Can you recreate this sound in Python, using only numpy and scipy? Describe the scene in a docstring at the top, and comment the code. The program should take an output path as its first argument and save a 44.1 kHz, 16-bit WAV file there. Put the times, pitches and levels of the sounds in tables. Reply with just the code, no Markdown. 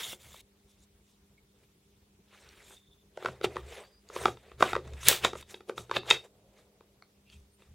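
"""In a quiet workshop, over mains hum and microphone hiss, a cloth wipes a small wooden plate: shaped noise.
Hands then turn the plate over with soft rubs and dry fingertip ticks; short faint narrow hisses are heard.
It slides into the groove of a metal tripod head: noise strokes, ringing knocks, one thin squeak.
The legs sway with a low ring at the shoves; just after five seconds a catch snaps, and a lever is worked.
Rubs and snap reach the microphone dry; knocks and ticks also bring back reflections from the room."""
import sys
import numpy as np
from scipy import signal
from scipy.fft import rfft, irfft
from scipy.io import wavfile
from scipy.ndimage import uniform_filter1d

SR = 44100
rng = np.random.default_rng(int(sys.argv[2]) if len(sys.argv) > 2 else 0)


def to_wav(s):
    """Save 16-bit WAV."""
    ch = np.atleast_2d(s).T  # columns
    pcm = np.round(np.clip(ch, -1, 1) * 32767)  # PCM
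    wavfile.write(sys.argv[1], SR, pcm.astype(np.int16))


N = 341334  # length [samples]


def gain_of(db):
    """Decibels to amplitude."""
    return 10 ** (np.asarray(db) / 20)


def evened(x):
    """Scales a signal to rms 1."""
    return x / np.sqrt(np.mean(x ** 2) + 1e-20)


def unsteady(shape, span):
    """Slow random wandering of rms 1: noise averaged over a span of samples."""
    return evened(uniform_filter1d(rng.standard_normal(shape), span))


def read(points, hz):
    """Reads a spectrum on a log-frequency axis."""
    f, value = np.transpose(points)
    return np.interp(np.log(hz + 1), np.log(f + 1), value)


def coloured(x, points):
    """Shapes a signal by a spectrum in dB."""
    level_db = read(points, np.fft.rfftfreq(len(x), 1 / SR))
    return irfft(rfft(x) * gain_of(level_db), len(x))


def resonate(x, hz, width):
    """Shifts hz down to zero, smooths, and shifts back: a resonance of gain 1."""
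    turn = np.exp(2j * np.pi * np.cumsum(hz * np.ones(len(x))) / SR)
    pole = np.exp(-np.pi * width / SR)
    return 2 * (turn * signal.lfilter([1 - pole], [1, -pole], x / turn)).real


def patchy(x, depth_db):
    """Gives a signal random patches of louder and softer colour."""
    z = signal.stft(x, nperseg=256)[2]
    noise = rng.standard_normal(z.shape)
    patches = evened(uniform_filter1d(uniform_filter1d(noise, 6, 0), 10, 1))  # over frequency, then time
    return signal.istft(z * gain_of(depth_db * patches), nperseg=256)[1][:N]


EDGE_DB = 20  # how far a stroke swells over its rise and sinks over its fall


def stroke(s, rise, hold, fall, db):
    """Gain of one gesture: swells to full, holds, sinks away, evenly in decibels."""
    rise, hold, fall, out = abs(rise), abs(hold), abs(fall), np.zeros(N)
    near = np.arange(max(int((s - 4 * rise) * SR), 0), min(int((s + hold + 4 * fall) * SR), N))
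    t = near / SR - s
    edges = np.maximum(np.maximum(-t / rise, (t - hold) / fall), 0)
    out[near] = gain_of(db - EDGE_DB * edges)
    return out


def strokes(rows, axis):
    """Sums all gestures of a table, at the level in one of its columns."""
    return sum(stroke(*row[:4], row[axis]) for row in rows)


# Room rumble and microphone hiss together: (frequency [Hz], relative level [dB])
AIR_SPECTRUM = [(15, -61.5), (25, -31), (53, 2.5), (130, -4.5), (200, -6), (263, -12), (293, -17.5),
                (394, -7.5), (560, -18.5), (1700, -26), (2220, -23.5), (16000, -33)]
AIR_DB = -67.5  # rms level
# Mains hum partials: (frequency [Hz], level [dB])
HUM_PARTIALS = [(200.3, -74), (300.6, -83), (400.7, -81)]
# One spell of dull rustle: (time at full [s], rise [s], hold [s], fall [s], level [dB])
DULL_RUSTLE = (6.5, 2, 0.07, 1.1, -68.5)


def air():
    """Room rumble, microphone hiss, a spell of dull rustle and wavering mains hum."""
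    t = np.arange(N) / SR
    hiss = gain_of(AIR_DB) * evened(patchy(coloured(rng.standard_normal(N), AIR_SPECTRUM), 2.1))
    rustle = evened(resonate(resonate(rng.standard_normal(N), 490.0, 341), 460, 340))
    out = hiss + rustle * stroke(*DULL_RUSTLE)
    waver = unsteady((len(HUM_PARTIALS), N), 4000)
    for (hz, db), w in zip(HUM_PARTIALS, waver):
        out += np.sqrt(2) * gain_of(db + 1.4 * w) * np.sin(2 * np.pi * hz * t)
    return out


# Strokes of the cloth:
# (time at full [s], rise [s], hold [s], fall [s], rub body level [dB], swish level [dB])
CLOTH_WIPES = [(0, .01, .13, 0.028, -53.5, -44), (.215, 0.047, 0.1985, 0.0033, -64.5, -58.5)]
# Colour of the cloth's swish: (frequency [Hz], relative level [dB])
SWISH_SPECTRUM = [(1300, -11), (2200, -7), (2800, -4.5), (4500, -8.5), (6700, -4), (11000, -8),
                  (16000, -12)]
# Hollow under the wiping hand: (time [s], frequency [Hz], lift [gain])
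HAND_HOLLOW = [(0, 3430, 4.8), (.2, 3350, 0.55), (.3, 3300, 1), (.33, 3450, 2.3), (.41, 3750, 2.4)]
# Noise strokes, dull and bright: rubs, and short swells peaking around the hits:
# (time at full [s], rise [s], hold [s], fall [s],
# body level [dB], fine hiss level [dB], low grind level [dB])
NOISE_STROKES = [(0.705, .05, .01, 0.069, -81.5, -70.5, -87), (0.831, 0.054, .006, 0.029, -79, -69.5, -85),
                 (1.1, 0.11, 0.0091, 0.071, -87, -73.5, -88), (1.608, 0.073, 0.026, 0.085, -77, -76.5, -76),
                 (2.339, 0.089, 0.26, 0.11, -63, -71, -74), (2.68, 0.11, 0.058, 0.077, -65, -60.5, -68.5),
                 (3.237, 0.079, 0.016, 0.15, -52.5, -61, -47),
                 (3.445, 0.014, 0.002, 0.018, -32.5, -43.5, -39),
                 (3.531, 0.079, 0.056, 0.05, -58, -68, -54), (3.708, 0.11, 0.069, 0.13, -52.5, -60, -51),
                 (4.171, 0.068, 0.084, 0.086, -47.5, -49, -45.5),
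                 (4.434, 0.064, 0.088, 0.11, -66.5, -78.5, -63.5),
                 (4.604, 0.016, 0.12, 0.046, -43.5, -51.5, -57),
                 (4.849, 0.033, 0.061, 0.23, -62, -74, -57.5),
                 (5.089, 0.055, 0.003, 0.0048, -29.5, -30, -51),
                 (5.246, 0.026, 0.003, 0.045, -31, -40.5, -38),
                 (5.369, 0.039, 0.045, 0.025, -58.5, -56, -60),
                 (5.504, 0.033, 0.016, 0.067, -53.5, -55.5, -63),
                 (5.69, 0.018, 0.0034, 0.03, -57.5, -57, -48),
                 (5.779, 0.02, 0.016, 0.065, -55, -52.5, -47.5),
                 (5.967, 0.045, 0.0028, 0.021, -35.5, -47, -49),
                 (6.111, 0.044, 0.0035, 0.059, -32, -42.5, -38.5),
                 (6.247, 0.018, 0.0039, 0.024, -61.5, -61, -53.5),
                 (6.587, 0.11, 0.0098, 0.094, -68.5, -72.5, -74.5),
                 (7.32, 0.042, 0.027, 0.12, -74, -68.5, -90), (7.6, .03, 0.016, 0.14, -70, -74.5, -74)]
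# Colours of body, fine hiss and low grind: (frequency [Hz], relative level [dB])
BODY_SPECTRUM = [(150, -35), (400, -1), (700, -5), (1400, -4), (2400, -1), (4000, -6.5), (8000, -29)]
HISS_SPECTRUM = [(1500, -19.5), (2800, -0.5), (4500, -2.5), (6800, 1.5), (8500, 1), (11000, -5.5),
                 (16000, -16)]
GRIND_SPECTRUM = [(200, -31), (380, 2), (650, -2), (1200, -13.5), (2500, -36)]
# Modes of the wooden plate, also struck by the knocks:
# (frequency [Hz], relative level [dB], time to fall 60 dB [s])
PLATE_MODES = [(377, -17, 0.02), (432, 4.5, 0.0098), (614.6, -3, .016), (802, 2, 0.0074), (960, 2.5, 0.01),
               (1300, 5.5, 0.009), (1640, -1, 0.0091), (1950, -4, 0.0084)]


def rubs():
    """Wipes, rubs and short swells around the hits: dense fine noise grains in dull and bright colours."""
    grain = np.minimum(rng.exponential(1, (2, N)), 6)
    slips = rng.standard_normal((2, N)) * gain_of(2.6 * grain)
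    flutter = gain_of(1.6 * unsteady((2, N), 250))

    body = coloured(slips[0], BODY_SPECTRUM)
    plate = sum(gain_of(db) * resonate(body, hz, 210) for hz, db, _ in PLATE_MODES)
    body = body + 0.22 * plate
    grind = coloured(body[::-1], GRIND_SPECTRUM)  # reversed, so its grains differ from the body's

    hiss = coloured(slips[1], HISS_SPECTRUM)
    hiss = hiss + 1.1 * resonate(hiss, 3680, 330)  # the groove of the head sings along

    swish = coloured(slips[1], SWISH_SPECTRUM)
    s, hz, lift = np.transpose(HAND_HOLLOW)
    hz, lift = (np.interp(np.arange(N) / SR, s, v) for v in (hz, lift))
    # a moving and a still hollow under the hand
    swish = swish + lift * resonate(swish, hz, 440) + 2.7 * resonate(swish, 2160, 150)

    bright = evened(hiss) * strokes(NOISE_STROKES, axis=5) + evened(swish) * strokes(CLOTH_WIPES, axis=5)
    dull = evened(body) * strokes(CLOTH_WIPES + NOISE_STROKES, axis=4)
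    dull = dull + evened(grind) * strokes(NOISE_STROKES, axis=6)
    return patchy(flutter[0] * dull + flutter[1] * bright, 2.8)


# Low and upper mode of the tripod legs: (low [Hz], upper [Hz]), then their falls: (low [s], upper [s])
LEG_MODES_HZ = (70, 123)
LEG_FALLS_S = (0.13, 0.097)
SHOVE_RISE_S = 0.067
THUD_DB, THUD_S = 8.5, .0016  # dull push with each shove: level re upper ring, width
# Shoves that set the legs swaying: (time at full [s], low ring level [dB], upper ring level [dB])
LEG_SHOVES = [(0.089, -73, -65), (0.269, -58.5, -61.5), (3.297, -54, -48.5), (3.47, -52.5, -49.5),
              (3.58, -59, -52.5), (3.64, -46.5, -68), (4.219, -50, -55.5), (4.29, -57.5, -45),
              (4.55, -56, -72), (4.621, -54.5, -46.5), (4.749, -47, -49), (4.872, -55, -48),
              (4.94, -41, -62.5), (5.08, -50, -44), (5.247, -50.5, -47), (5.38, -53.5, -58.5),
              (5.801, -60, -49.5), (5.971, -60.5, -47.5), (6.12, -57.5, -49), (7.37, -51.5, -70),
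              (7.71, -53, -64.5)]


def sway():
    """Two low leg modes, narrow and slightly unsteady, rung by each shove."""
    t = np.arange(N) / SR
    drift = unsteady((2, N), 3000)  # phase [rad]
    tones = [np.sqrt(2) * np.cos(2 * np.pi * hz * t + d) for hz, d in zip(LEG_MODES_HZ, drift)]
    out = np.zeros(N)
    for s, low_db, upper_db in LEG_SHOVES:
        for tone, fall, db in zip(tones, LEG_FALLS_S, (low_db, upper_db)):
            out += tone * stroke(s, SHOVE_RISE_S, 0, fall, db)
        start = round(s * SR) - 600
        u = (t[start:][:1200] - s) / THUD_S
        thud = (1 - u ** 2) * np.exp(-u ** 2 / 2)
        out[start:][:1200] += gain_of(upper_db + THUD_DB) * thud
    return out


# Decay of the workshop's reflections: (frequency [Hz], time to fall 60 dB [s])
ROOM_DECAY = [(300, .3), (1000, 0.12), (3600, 0.18), (8000, 0.3), (15000, 0.2)]


def room(x):
    """Sparse reflections of random sign, each band dying at its own speed."""
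    taps = np.zeros(SR // 2)
    at = np.arange(300, SR // 2 - 20, 20)
    taps[at + rng.integers(0, 20, len(at))] = rng.choice([-1., 1.], len(at))
    hz, t, z = signal.stft(taps, SR, nperseg=256)
    decay = gain_of(-60 * t / read(ROOM_DECAY, hz)[:, None])
    tail = signal.istft(z * decay, SR, nperseg=256)[1]
    return signal.fftconvolve(x, tail / np.linalg.norm(tail))[:N]


def ring(modes, draw, contact, lean_db, detune):
    """Modes driven by an uneven contact; the blow's place sets their strengths, the grip detunes them."""
    t = np.arange(len(contact)) / SR
    hz, db, t60 = np.transpose(modes)[:, :, None]
    sign = (-1.) ** np.arange(len(modes))[:, None]  # neighbouring modes swing against each other
    strength = sign * gain_of(db + lean_db + 2.0 * draw[:, :1] - 60 * t / t60)
    sound = (strength * np.sin(2 * np.pi * hz * (1 + detune * draw[:, 1:]) * t)).sum(0)
    sound = signal.fftconvolve(sound, contact)[:len(t)]
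    return sound / abs(sound).max()


# Wood meeting metal: (time [s], wood level [dB], favoured plate pitch [Hz],
# metal ring level re wood [dB], crack level re wood [dB])
PLATE_KNOCKS = [(0.13, -34, 426, -23, -19), (0.342, -43, 750, -16, -22), (2.706, -46, 830, -26, -16),
                (3.173, -28, 584, -42.5, -23), (3.225, -32, 592, -28, -23), (3.247, -22.5, 550, -38, -25),
                (3.258, -16, 1270, -19, -30), (3.284, -27, 444, -31, -34), (3.412, -28.5, 376, -17, -39),
                (3.443, -13, 420, -16.5, -23), (3.558, -28, 407, -26, -24), (3.566, -22, 865, -33, -34),
                (3.835, -45.5, 1930, -7, -45), (4.099, -35, 594, -29, -23), (4.162, -21.5, 517, -21, -41),
                (4.2552, -6.5, 898, -19, -24.5), (4.281, -21.5, 377, -38, -44), (4.37, -46, 360, -4.5, -45),
                (4.516, -39, 525, -13.5, -52), (4.606, -16, 610, -31, -38), (4.6241, -5, 700.5, -20.5, -22),
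                (4.731, -15, 800, -19, -40), (4.752, -18.5, 1300, -19, -26),
                (4.763, -17.5, 603, -44.5, -40), (4.875, -47, 1980, -4.5, -2), (4.934, -50, 2040, 4, 3.5),
                (5.03, -36.5, 1300, 0, -25), (5.112, -22, 596, -15.5, -30), (5.126, -21.5, 1300, -7.5, -30),
                (5.247, -10.5, 960, -1.5, -8.5), (5.332, -25.5, 418, -39, -20),
                (5.353, -28.5, 595, -21, -28), (5.425, -45, 1600, 2, -22), (5.542, -32.5, 352, -1.5, -23.5),
                (5.606, -38, 427, -16, -28.5), (5.695, -22, 377, -31, -42), (5.778, -26.5, 693, -6, -21),
                (5.895, -33.5, 384, -19, -29), (5.912, -16, 1230, -16, -29), (5.961, -28.5, 1410, 3.5, -17),
                (5.965, -15, 390, -2.5, -39), (6.031, -39, 1300, -8.5, -33), (6.102, -29.5, 2200, 15, 12.5),
                (6.108, -9, 1700, 2.5, -12), (6.807, -44.5, 378, -23, -30.5),
                (7.022, -48, 1302, -26, -25.5), (7.62, -51.5, 603, -3, -18)]
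# Modes of the metal head: (frequency [Hz], relative level [dB], time to fall 60 dB [s])
HEAD_MODES = [(2640, -9, 0.02), (2950, -11.5, 0.012), (3350, -5.5, 0.0093), (3584, -3, 0.012),
              (3720, 0.3, 0.016), (3870, -4.5, 0.0085), (4543, -12.5, 0.008), (1602, -5, 0.011)]
# Colour of the crack of hard edges: (frequency [Hz], relative level [dB])
CRACK_SPECTRUM = [(2000, -16.5), (5000, 2), (7000, 6), (9000, -4), (11000, -16.5), (16000, -24.5)]
# A small plate radiates little bass: (frequency [Hz], gain [dB])
SMALL_PLATE = [(60, -40), (170, -12), (300, -12), (360, 0), (20000, 0)]
YIELD_S = .00005  # the wood yields a little
BOUNCE_S, BOUNCE = .0025, 1.6  # random spread of the second touch's delay, and its force


def knocks():
    """Wood on metal: the plate rings near where it is hit, the head rings, hard edges crack."""
    out, t = np.zeros((2, N + SR)), np.arange(4096) / SR
    count, at = len(PLATE_KNOCKS), np.arange(len(t))
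    draws, grit = rng.standard_normal((count, 2, 8, 2)), rng.standard_normal((count, 3, len(t)))
    bounces = rng.random(count)
    press = (t / 0.0016 * np.exp(1 - t / 0.00098)) ** 2  # the faces meet over a millisecond or two
    chatter = 0.017 * gain_of(-60 * t / 0.046) * (1 - np.exp(-t / 0.0047))  # then rattle loosely
    crack_shape = press + 0.11 * gain_of(-60 * t / 0.16)
    give = t[:200] * np.exp(-t[:200] / YIELD_S)
    for (s, db, hz, metal_db, crack_db), draw, noise, late in zip(PLATE_KNOCKS, draws, grit, bounces):
        impact = 3.0 * (at == 50) - BOUNCE * (at == round(60 + late * BOUNCE_S * SR))
        lean_db = -6.0 * abs(np.log2(np.array(PLATE_MODES)[:, :1] / hz))  # per octave from the favoured pitch
        wood_contact = np.convolve(impact + noise[0] * (0.15 * press + chatter), give)[:len(t)]
        wood = ring(PLATE_MODES, draw[0], wood_contact, lean_db, 0.035)
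        metal_contact = impact + noise[1] * (0.1 * press + 2.2 * chatter)
        metal = ring(HEAD_MODES, draw[1], metal_contact, 0, .012)
        crack = evened(coloured(noise[2], CRACK_SPECTRUM)) * crack_shape
        edge = np.convolve(impact, np.gradient(np.convolve(give, give)))[:len(t)]
        click = 0.35 * edge / abs(edge).max()  # the sudden stop itself clicks
        blow = [wood + click + gain_of(metal_db) * metal, gain_of(crack_db) * crack]
        out[:, round(s * SR):][:, :len(t)] += gain_of(db) * np.array(blow)
    rings, cracks = coloured(out[0, :N], SMALL_PLATE), out[1, :N]
    return rings + gain_of(-9.0) * room(rings) + cracks


# Short faint narrow hisses:
# (time at full [s], hold [s], frequency [Hz], width [Hz], level [dB])
NARROW_CHIRPS = [(1.38, 0.011, 2200, 110, -73), (2.715, 0.067, 3590, 260, -65.5),
                 (2.802, 0.26, 3560, 330, -74.5), (7.275, 0.087, 2640, 420, -67.5),
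                 (7.294, 0.048, 3170, 424, -65.5), (7.542, .014, 8960, 110, -68)]
CHIRP_EDGE_S = 0.024  # rise and fall


def chirps():
    """Short puffs of broken, fluttering noise in a narrow resonance."""
    out, noise = np.zeros(N), rng.standard_normal(N)
    noise = noise * gain_of(4.5 * unsteady(N, 700))
    for s, hold, hz, width, db in NARROW_CHIRPS:
        near = slice(round(s * SR) - 5000, round(s * SR) + 10000)
        puff = evened(resonate(resonate(noise[near], hz, width), hz, width))
        out[near] += puff * stroke(s, CHIRP_EDGE_S, hold, CHIRP_EDGE_S, db)[near]
    return out


# Dry fingertip ticks on small hard parts: (time [s], level [dB], low mode [Hz], high mode [Hz])
FINGER_TICKS = [(2.49, -42, 4470, 5650), (4.089, -40.5, 4800, 6700), (7.024, -41.5, 2200, 4350),
                (7.3, -43, 2890, 4490)]
TICK_T60_S = 0.011  # time to fall 60 dB


def ticks():
    """Two heavily damped modes per tick, with their reflections in the room."""
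    out, t = np.zeros(N), np.arange(1024) / SR
    for s, db, low_hz, high_hz in FINGER_TICKS:
        pair = np.sin(2 * np.pi * low_hz * t) + np.sin(2 * np.pi * high_hz * t)
        out[round(s * SR):][:len(t)] += gain_of(db - 60 * t / TICK_T60_S) * pair / 2
    return out + gain_of(-8.0) * room(out)


# Path of the thin squeak: (time [s], frequency [Hz], level [dB])
SQUEAK_PATH = [(3.8, 4660, -88), (3.85, 4570, -67), (3.9, 4900, -78), (3.94, 4800, -72), (3.985, 4900, -69),
               (4.031, 4880, -89)]


def squeak():
    """A slightly unsteady sine that glides."""
    s, hz, db = np.transpose(SQUEAK_PATH)
    t = np.arange(N) / SR
    wobble = unsteady((2, N), 300)
    level = gain_of(np.interp(t, s, db, -200, -200) + 3 * wobble[0])
    pitch = np.interp(t, s, hz) + 25 * wobble[1]
    return np.sqrt(2) * level * np.sin(2 * np.pi * np.cumsum(pitch) / SR)


SNAP_S, SNAP_DB = 5.0845, 1  # the spring catch drops home: time, level before its decay
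# Colour of the snap: (frequency [Hz], relative level [dB])
SNAP_SPECTRUM = [(250, -16.5), (450, -5), (1000, -10), (2500, -5), (5000, -3.5), (8000, 0), (12500, -8),
                 (15300, -1.5), (17000, -10.5)]


def snap():
    """A hard broadband crack; loose steel parts crackle after it, the treble dying first."""
    t = np.maximum(np.arange(N) / SR - SNAP_S, 0)
    crash = evened(coloured(rng.standard_normal(N), SNAP_SPECTRUM))
    dull = coloured(crash, [(3500, 0.5), (7000, -17.0)])
    crackle = gain_of(1.6 * unsteady(N, 120))
    rattle = 0.069 * crash * gain_of(-60 * t / 0.2) + 0.067 * dull * np.exp(-(t / 0.072) ** 2)
    onset = 1 - np.exp(-t / .0001)
    return gain_of(SNAP_DB) * onset * (crash * gain_of(-60 * t / 0.00691) + crackle * rattle)


# Colour of the hiss that differs between the channels: (frequency [Hz], relative level [dB])
PARTING_SPECTRUM = [(15, -41.5), (25, -11), (344, -6), (405, 0.5), (641, -7), (11000, -11.5), (16000, -18)]
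PARTING_DB = -75  # rms level before its swell


def scene():
    """Nearly mono: a faint hiss, swelling with loud moments, and a noisy smear part the channels."""
    loud = rubs() + sway() + knocks() + chirps() + ticks() + squeak() + snap()
    swell = (1 + abs(uniform_filter1d(loud ** 2, 1200)) / gain_of(-55.0) ** 2) ** 0.22
    side = gain_of(PARTING_DB) * swell * evened(coloured(rng.standard_normal(N), PARTING_SPECTRUM))
    # a short noisy smear of the loud sounds, opposite in the two channels
    smear = signal.oaconvolve(coloured(loud, SMALL_PLATE), rng.standard_normal(100) / 10)[:N]
    side = side + gain_of(-36.5) * smear
    mid = loud + air()
    return np.array([mid + side, mid - side])


EDGE_HZ = 16100  # upper band limit


def record(dry):
    """The microphone housing lifts a band near 3.6 kHz; peaks beyond 0.95 clip; then the band limit."""
    lifted = np.array([x + 0.32 * resonate(x, 3600, 400) for x in dry])
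    clipped = np.clip(lifted, -.95, .95)
    lowpass = signal.firwin(255, EDGE_HZ, window=("kaiser", 9), fs=SR)
    return signal.oaconvolve(clipped, lowpass[None], "same")


dry = scene()
out = record(dry)
to_wav(out)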